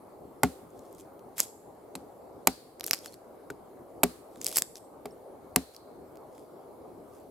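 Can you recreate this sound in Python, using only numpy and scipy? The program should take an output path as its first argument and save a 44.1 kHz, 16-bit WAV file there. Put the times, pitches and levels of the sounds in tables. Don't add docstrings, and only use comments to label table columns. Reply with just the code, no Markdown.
import sys
import numpy as np
from scipy import signal
from scipy.fft import rfft, irfft, next_fast_len
from scipy.io import wavfile
from scipy.ndimage import uniform_filter1d

SR = 44100
rng = np.random.default_rng(int(sys.argv[2]) if len(sys.argv) > 2 else 0)


def attenuation_scalar(level_db):
    decades = np.asarray(level_db, float) / 20
    return 10 ** decades


def transcribe(signal):
    frames = np.atleast_2d(signal).T
    limited = np.clip(frames, -1, 1)
    pcm = np.round(limited * 32767).astype(np.int16)
    wavfile.write(sys.argv[1], SR, pcm)


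N = 321930

# start in seconds, crack level in dB, then the low, middle and high
# log modes in dB relative to the crack.
BLOWS = [
    (0.433, -8.5, -9, -13, -1.5),
    (1.9532, -25, -13.5, -39, -11),
    (2.472, -2.5, -20.5, -26, -10),
    (3.502, -38.5, -2.5, 3.5, -24),
    (4.0333, -7, -14.5, -11, -10),
    (5.056, -30, -11.5, -2.5, -3.5),
    (5.5601, -6, -14.5, -19.5, -11.5),
]
# cutting time in seconds, rasp after it in dB,
# bump at 1.5 kHz in dB, shove level in dB, shove frequency in Hz.
CUTS = [(0.0032, -15, -4, 4, 836), (0.0003, 4, -2, -7, 280), (0.0035, -12, 2, -1.5, 870),
        (0.0056, 13, 22, 11.5, 430), (0.0054, -9.5, 6, -1.5, 650), (0.0045, -27.5, 1, 7, 660),
        (0.0032, -15, -10.5, -1, 684)]
# frequency in Hz, level in dB per Hz.
CRACK_SPECTRUM = [(240, -20.5), (400, -5), (913, -9), (1700, -18.5), (2360, -11.5), (3650, -16), (4900, -9),
                  (5730, -16), (8320, -4.5), (9570, -12), (12700, -5.5), (15700, -33), (16500, -33)]
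# frequency in Hz, level in dB, t60 in seconds.
SOIL_MODE = (68, -5, 0.24)
# frequency in Hz, level in dB, t60 in seconds.
LOG_MODES = [(173.5, 4, 0.12), (262.3, 2.5, .14), (411.5, 3.5, 0.09), (733, -5.5, .07)]
# frequency in Hz, level in dB, t60 in seconds.
HANDLE_MODES = [(534, -16.5, 0.025), (872, -4.5, 0.022), (1160, -7, 0.03), (1407, -10, 0.031),
                (2142, -10.5, 0.034)]
# start in seconds, level in dB, frequency in Hz, t60 in seconds.
CHINKS = [(3.04, -45, 3320, 0.046), (3.078, -38, 4360, 0.041), (3.131, -41.5, 4260, 0.026),
          (4.8, -60, 8500, 0.16), (4.845, -56, 8450, 0.08), (5.118, -56.5, 8500, 0.061),
          (5.108, -47, 5400, 0.017)]
# start in seconds, level in dB, frequency in Hz, t60 in seconds,
# roughness of the phase in radians.
STEEL_HUMS = [(2.479, -42.5, 4490, 0.36, 1.03), (4.04, -54.5, 4360, 0.27, 1.02),
              (5.569, -55, 4165, 0.84, .7)]
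# start in seconds, level in dB, then the woody, mid and top shares in relative dB.
THICK_FIBRES = [(1.3817, -24.5, -13.5, -13, -1.5), (1.3951, -26, -13.5, -9.5, -7),
                (1.3988, -24, -4.5, -10, 1), (1.403, -6.5, -18.5, -7.5, -6.5),
                (1.432, -26.5, -26, -15, -8.5), (2.8091, -25.5, -6.5, -0.5, -5),
                (2.8412, -23.5, -13.5, -5.5, -2), (2.8652, -19, -37.5, -14, -1),
                (2.9105, -15.5, -5, 6.5, 1.5), (2.933, -12.5, -12.5, 1.5, -8), (2.9377, -16.5, -9, -1, -10),
                (2.9456, -26.5, -10.5, -10, -3), (3.06, -27, -5.5, -2.5, -6),
                (4.4155, -25, -18.5, -4.5, -17.5), (4.445, -19, -39.5, -20, -4), (4.4616, -25, -14, 1, -15),
                (4.466, -11.5, -19.5, -7.5, -6.5), (4.4846, -24, -33.5, -3, -5.5),
                (4.5601, -15, -20, -8, -10.5), (4.5706, -9, -16.5, -9.5, -2), (4.5785, -19, -22, -4.5, 3),
                (4.5852, -11.5, -25, -6, -7), (4.6215, -10, -11, -6, -9.5), (4.7564, -36, -7.5, 8, -7)]
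# start in seconds, level in dB, then the woody and mid shares in relative dB.
THIN_FIBRES = [(.446, -31.5, -10, -24.5), (.7051, -53.5, -28, -19), (.793, -45.5, -22.5, -10),
               (.9281, -46, -27, -21), (.9493, -45, -32, -15), (6.381, -52, -2, -16),
               (.9929, -51.5, -35, -11), (1.0026, -45, -38, -21), (1.1938, -53.5, -3, -8.5),
               (1.393, -28.5, -9, -6), (2.7976, -33, -14.5, -3), (2.8336, -40.5, -4, -5.5),
               (2.8438, -30, -33.5, 4), (2.8753, -26.5, -20, -12.5), (2.8809, -28.5, -8, -10.5),
               (2.8959, -32.5, -26, -10), (2.9893, -30.5, -19, -2), (3.0466, -35.5, -10, -10.5),
               (3.1417, -36.5, -12, -2), (4.3592, -48, -3, -12.5), (4.5006, -39.5, -12.5, -2.5),
               (4.5271, -29.5, -10, -3), (4.5658, -20, -13.5, -5), (4.5825, -17.5, -7, -8),
               (4.5877, -20.5, -27, -17.5), (4.77, -42.5, -23, 8), (5.7477, -43.5, -5, 6),
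               (5.765, -42.5, -30.5, 11), (6.157, -54, -3, -17), (6.172, -49, -10, -4.5)]
# frequency in Hz, width in Hz, level in dB.
FIBRE_MODES = [(190, 340, -13), (695.6, 2000, -2.5), (2150, 3300, -1.5), (5140, 2000, -4), (7500, 2600, -3),
               (11800, 3800, -1.5)]
# start in seconds,
# level in dB, rise in dB per second, hold in seconds, fall in dB per second.
RASPS = [(0.763, -69.5, 300, .2, 296), (0.992, -56, 400, 0.013, 400), (1.389, -37, 901, 0.016, 256.5),
         (2.866, -48.5, 898, .02, 448), (2.936, -45.5, 608, .01, 249.5), (3.06, -49, 200, 0.014, 400),
         (3.133, -54, 400, .015, 1500), (4.349, -64.5, 298, 0.045, 106), (4.415, -51, 3000, .03, 102),
         (4.464, -40.5, 498, .02, 146), (4.565, -35.5, 400, 0.027, 1200), (4.754, -51.5, 2996, .028, 1500),
         (5.74, -60, 504, .02, 399.5), (6.36, -64.5, 200, 0.022, 199), (7.137, -65, 228, 0.043, 200)]
# frequency in Hz, level in dB per Hz.
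SPLINTER_SPECTRUM = [(1180, -43.5), (2000, -10.5), (3060, -9.5), (3310, -3), (4020, -8.5), (5280, -4.5),
                     (7650, -4), (9210, -1), (12200, -7), (15400, -17.5), (16500, -31.5)]
# frequency in Hz, t60 in seconds.
NEAR_TREES_T60 = [(200, 0.23), (1500, 0.34), (3300, 0.37), (4300, 0.33), (5500, 0.36), (9000, 0.67),
                  (14000, 0.68)]
# frequency in Hz, level in dB.
NEAR_TREES_COLOUR = [(200, 1), (800, 4), (2000, -11), (3000, -6.5), (4500, 0.5), (6000, -3.5), (8000, -2.5),
                     (11500, -5), (15000, -10.5), (17000, -27)]
# frequency in Hz, level in dB.
FAR_TREES_COLOUR = [(300, -16.5), (1500, -5.5), (3400, -14.5), (4300, -11), (5500, -20.5), (9000, -28.5),
                    (14000, -35)]
# frequency in Hz, level in dB per Hz.
ROAD_SPECTRUM = [(9.4, -76.5), (16, -28.5), (32, -25.5), (86, -13), (206, -11), (278, -5.5), (366, -4),
                 (399, -2), (453, -4), (549, -4.5), (806, -9), (916, -13), (1210, -18), (1660, -30.5),
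                 (2600, -43), (3380, -75.5), (5720, -120)]
# frequency in Hz, level in dB per Hz.
HISS_SPECTRUM = [(1290, -33.5), (2200, 0), (2430, -9.5), (2650, -8), (2960, -7.5), (3620, -8), (4210, -5),
                 (5800, -10.5), (10600, -2.5), (11600, -3.5), (14400, -3.5), (16100, -18), (16500, -34)]
# frequency in Hz, left-right likeness from 0 to 1.
LIKENESS = [(60, 1), (125, 0.81), (350, 0.71), (700, 0.66), (1400, .33), (2800, 0.23), (5600, 0.39),
            (11000, 0.0052)]
# frequency in Hz, left-right level in dB.
PORT_COLOUR = [(60, 1), (300, 1), (1400, 1.56), (2800, -1.25), (5600, 0.8), (11000, -2)]
# frequency in Hz, lead of the left port in radians.
PORT_LEAD = [(60, .1), (430, .1), (1460, -.2), (5430, -.2), (8100, -.4), (8610, -.9), (9470, -2.9),
             (10300, -6.3)]
# start in seconds, gain loss in dB.
DUCKS = [(.44, 1), (1.41, 3.5), (2.48, 9), (2.94, 5), (4.04, 1.5), (4.6, 6), (5.57, 5.5)]

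THUD_DB = -4.5
TILT_DB, TILT_GROWS = -0.5, 0.1
BUMP_HZ, DIP_HZ, DIP_DB = 1480, 2976, -5
SHOVE_T60_S, SHOVE_RISE = 0.012, 0.15
RASP_SPAN_DB = 28
THIN_DB, THIN_SPREAD_DB = (-20, -8, -5.5), (4, -0.5, 3.5)
PAN_SPREAD_DB = 5.5
STRAY_PER_S, STRAY_DB, STRAY_SPREAD_DB = 80, 8.5, 4
STRAY_TOP_DB, STRAY_FROM_DB = -30, -52
ROAD_DB, HISS_DB = -49.5, -69


def unit(x):
    return x / np.sqrt(np.mean(x ** 2, axis=-1, keepdims=True) + 1e-20)


def along(points, hz):
    f, value = np.transpose(points)
    return np.interp(np.log(hz + 1), np.log(f + 1), value)


def filtered(x, response):
    n = x.shape[-1]
    m = next_fast_len(n + min(n, 8192))
    return irfft(rfft(x, m) * response(np.fft.rfftfreq(m, 1 / SR)), m)[..., :n]


def add(out, s, sound):
    start = round(s * SR)
    part = out[..., start:start + sound.shape[-1]]
    part += sound[..., :part.shape[-1]]


def ring(hz, db, t60, attack, rough):
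    t = np.arange(SR // 3) / SR
    wander = rough * np.cumsum(rng.standard_normal(len(t))) * np.sqrt(hz / SR)
    apart = rng.uniform(0.19, 0.21) * np.array([[1], [-1]])
    envelope = attenuation_scalar(db - 60 * t / t60) * (1 - np.exp(-t / attack))
    return envelope * np.sin(2 * np.pi * hz * t + wander + apart)


def crack(db, cut, rasp_db, bump_db):
    t = np.arange(SR // 20) / SR
    bite = 1 / (1 + (t / cut) ** 6)
    cutting = (1 - np.exp(-t / 0.000067)) * (bite + attenuation_scalar(rasp_db - 60 * t / 0.025))
    noise = rng.standard_normal(len(t)) + 0.3 * rng.standard_normal((2, len(t)))

    def bump(hz, centre_hz):
        return np.exp(-(np.log2(hz / centre_hz + 1e-9) / 0.17) ** 2)

    def colour(hz):
        tilt = (TILT_DB + TILT_GROWS * db) * np.log2(hz / 3000 + 0.037)
        bumps = bump_db * bump(hz, BUMP_HZ) + DIP_DB * bump(hz, DIP_HZ)
        return attenuation_scalar(along(CRACK_SPECTRUM, hz) + tilt + bumps)

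    return attenuation_scalar(db - 8.5) * cutting * unit(filtered(noise, colour))


def blows():
    out = np.zeros((2, N))
    for (s, db, low_db, middle_db, high_db), (cut, rasp_db, bump_db, shove_db, shove_hz) in zip(BLOWS, CUTS):
        add(out, s, crack(db, cut, rasp_db, bump_db))
        add(out, s, ring(shove_hz, db + shove_db - 0.5, SHOVE_T60_S, attack=SHOVE_RISE * cut, rough=0.098))
        thud_db = low_db + THUD_DB
        shares = [thud_db, thud_db, low_db, middle_db, high_db]
        for (hz, level, t60), share in zip([SOIL_MODE] + LOG_MODES, shares):
            add(out, s, ring(hz, db + share + level, t60, attack=0.0048, rough=0.57))
        for hz, level, t60 in HANDLE_MODES:
            gripped_hz = hz * (1 + rng.normal(0, 0.016))
            gripped_db = db + high_db + level + rng.normal(0, 1)
            add(out, s, ring(gripped_hz, gripped_db, t60, attack=0.00033, rough=0.61))
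    return out


def blow_push():
    push = np.zeros(N)
    for s, db, *_ in BLOWS:
        push[round(s * SR)] = attenuation_scalar(db)
    return push


def chinks():
    out = np.zeros((2, N))
    for s, db, hz, t60 in CHINKS:
        add(out, s, ring(hz, db, t60, attack=0.0014, rough=0.1))
    return out


def buried_steel():
    out = np.zeros((2, N))
    for s, db, hz, t60, rough in STEEL_HUMS:
        add(out, s, ring(hz, db, t60, attack=0.0037, rough=rough))
    return out[0]


def strain_db():
    s, db, rise, hold, fall = np.transpose(RASPS)[..., None]
    t = np.arange(N) / SR - s
    under = np.maximum(np.maximum(-rise * t, fall * (t - hold)), 0)
    return np.where(under < RASP_SPAN_DB, db - under, -120).max(0)


def fibres_parting():
    count = round(STRAY_PER_S * N / SR)
    s = rng.uniform(0, N / SR, count)
    strain = strain_db()[(s * SR).astype(int)]
    db = strain + STRAY_DB + STRAY_SPREAD_DB * rng.standard_normal(count)
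    db = np.minimum(np.where(strain > STRAY_FROM_DB, db, -120), STRAY_TOP_DB)

    spread = np.multiply(THIN_SPREAD_DB, rng.standard_normal((count + len(THIN_FIBRES), 3)))
    woody, mid, top = np.add(THIN_DB, spread).T
    strays = np.c_[s, db, woody[:count], mid[:count]]
    thin = np.c_[np.r_[THIN_FIBRES, strays], top]
    rows = np.r_[THICK_FIBRES, thin]
    rows = np.c_[rows, PAN_SPREAD_DB * rng.standard_normal(len(rows))]
    return rows[rows[:, 1] > -70]


def snaps():
    out = np.zeros((2, N))
    t = np.arange(SR // 80) / SR
    burst = (t / 0.00022) ** 2 * np.exp(-t / 0.00022) + 0.03 * np.exp(-t / 0.003)
    grain = rng.standard_normal((len(FIBRE_MODES), 3, 2 * SR))
    centre, width, level = np.transpose(FIBRE_MODES)[..., None, None]

    def peaks(hz):
        return (1j * hz * width / (centre ** 2 - hz ** 2 + 1j * hz * width)) ** 2

    for s, db, woody_db, mid_db, top_db, pan_db in fibres_parting():
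        upper = np.sqrt(max(1 - attenuation_scalar(2 * mid_db) - attenuation_scalar(2 * top_db), 0.04))
        woody = attenuation_scalar(woody_db)
        share = np.array([woody, woody, woody, attenuation_scalar(mid_db), upper, attenuation_scalar(top_db)])
        sides = attenuation_scalar(np.outer([0, 0, -0.2, 0, 0.7, 0], [pan_db / 2, -pan_db / 2]))
        start = round(s * SR) % SR
        piece = grain[..., start:start + len(t)]
        noise = piece[:, :1] + 0.35 * piece[:, 1:]
        bands = unit(filtered(burst * noise, peaks)) * attenuation_scalar(level) * (share[:, None] * sides)[..., None]
        add(out, s - 0.0006, attenuation_scalar(db - 12.5) * bands.sum(0))
    return out


def tearing():
    sizes = attenuation_scalar(4.5 * rng.standard_normal(N)) * (rng.random(N) < 700 / SR)
    grains = np.convolve(sizes, np.exp(-np.arange(60) / 14))[:N] + 0.3
    pair = rng.standard_normal(N) + 0.7 * rng.standard_normal((2, N))
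    splinters = filtered(grains * pair, lambda hz: attenuation_scalar(along(SPLINTER_SPECTRUM, hz)))
    return attenuation_scalar(strain_db()) * unit(splinters)


def trees(x):
    out, size = np.zeros((2, N)), SR // 2
    for start in range(0, N, size):
        hz, t, z = signal.stft(rng.standard_normal((2, SR)), SR, nperseg=256)
        near_db = along(NEAR_TREES_COLOUR, hz)[:, None] - 60 * t / along(NEAR_TREES_T60, hz)[:, None]
        far_db = along(FAR_TREES_COLOUR, hz)[:, None] - 60 * t / 0.8
        tail = signal.istft(z * (attenuation_scalar(near_db) + attenuation_scalar(far_db)), SR, nperseg=256)[1]
        tail = tail / np.linalg.norm(tail[0])
        answer = signal.fftconvolve(x[None, start:start + size], tail, axes=1)
        add(out, start / SR + 0.0057, answer)
    return out


def rush(spectrum, patchy_db):
    z = signal.stft(rng.standard_normal((2, N)), nperseg=512)[2]
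    field = uniform_filter1d(rng.standard_normal(z.shape[1:]), 6, 0)
    field = uniform_filter1d(field, 14, 1)
    pair = signal.istft(z * attenuation_scalar(patchy_db * field / field.std()), nperseg=512)[1][:, :N]

    def mid_side(hz):
        turn = np.arccos(np.clip(along(LIKENESS, hz), -1, 1)) / 2
        return attenuation_scalar(along(spectrum, hz)) * [np.cos(turn), np.sin(turn)]

    mid, side = filtered(pair, mid_side)
    return unit(np.array([mid + side, mid - side]))


def background():
    return attenuation_scalar(ROAD_DB) * rush(ROAD_SPECTRUM, 2.0) + attenuation_scalar(HISS_DB) * rush(HISS_SPECTRUM, 1.95)


def scene():
    axe = blows() + chinks()
    fibres = snaps() + tearing()
    close = filtered(axe + fibres, lambda hz: (1j * hz / (1j * hz + 55)) ** 3)
    sent = attenuation_scalar(-4.5) * blow_push() + attenuation_scalar(-18.5) * fibres.mean(0) + buried_steel()
    return close + trees(sent) + background()


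def ports(x):
    def response(hz):
        colour = attenuation_scalar(np.outer([0.5, -0.5], along(PORT_COLOUR, hz)))
        lead = np.exp(np.outer([0.5j, -0.5j], along(PORT_LEAD, hz)))
        return colour * lead / (1 + (hz / 16800) ** 120)

    return filtered(x, response)


def limiter_gain():
    s, loss_db = np.transpose(DUCKS)
    t = np.maximum(np.arange(N) / SR - s[:, None], 0)
    dip = (1 - np.exp(-t / 0.041)) * np.exp(-(t / 0.26) ** 2)
    return attenuation_scalar(-loss_db @ dip)


def top_cut(x):
    return signal.sosfilt(signal.butter(12, 16980, fs=SR, output="sos"), x)


def record(dry):
    return top_cut(ports(dry) * limiter_gain())


dry = scene()
out = record(dry)
transcribe(out)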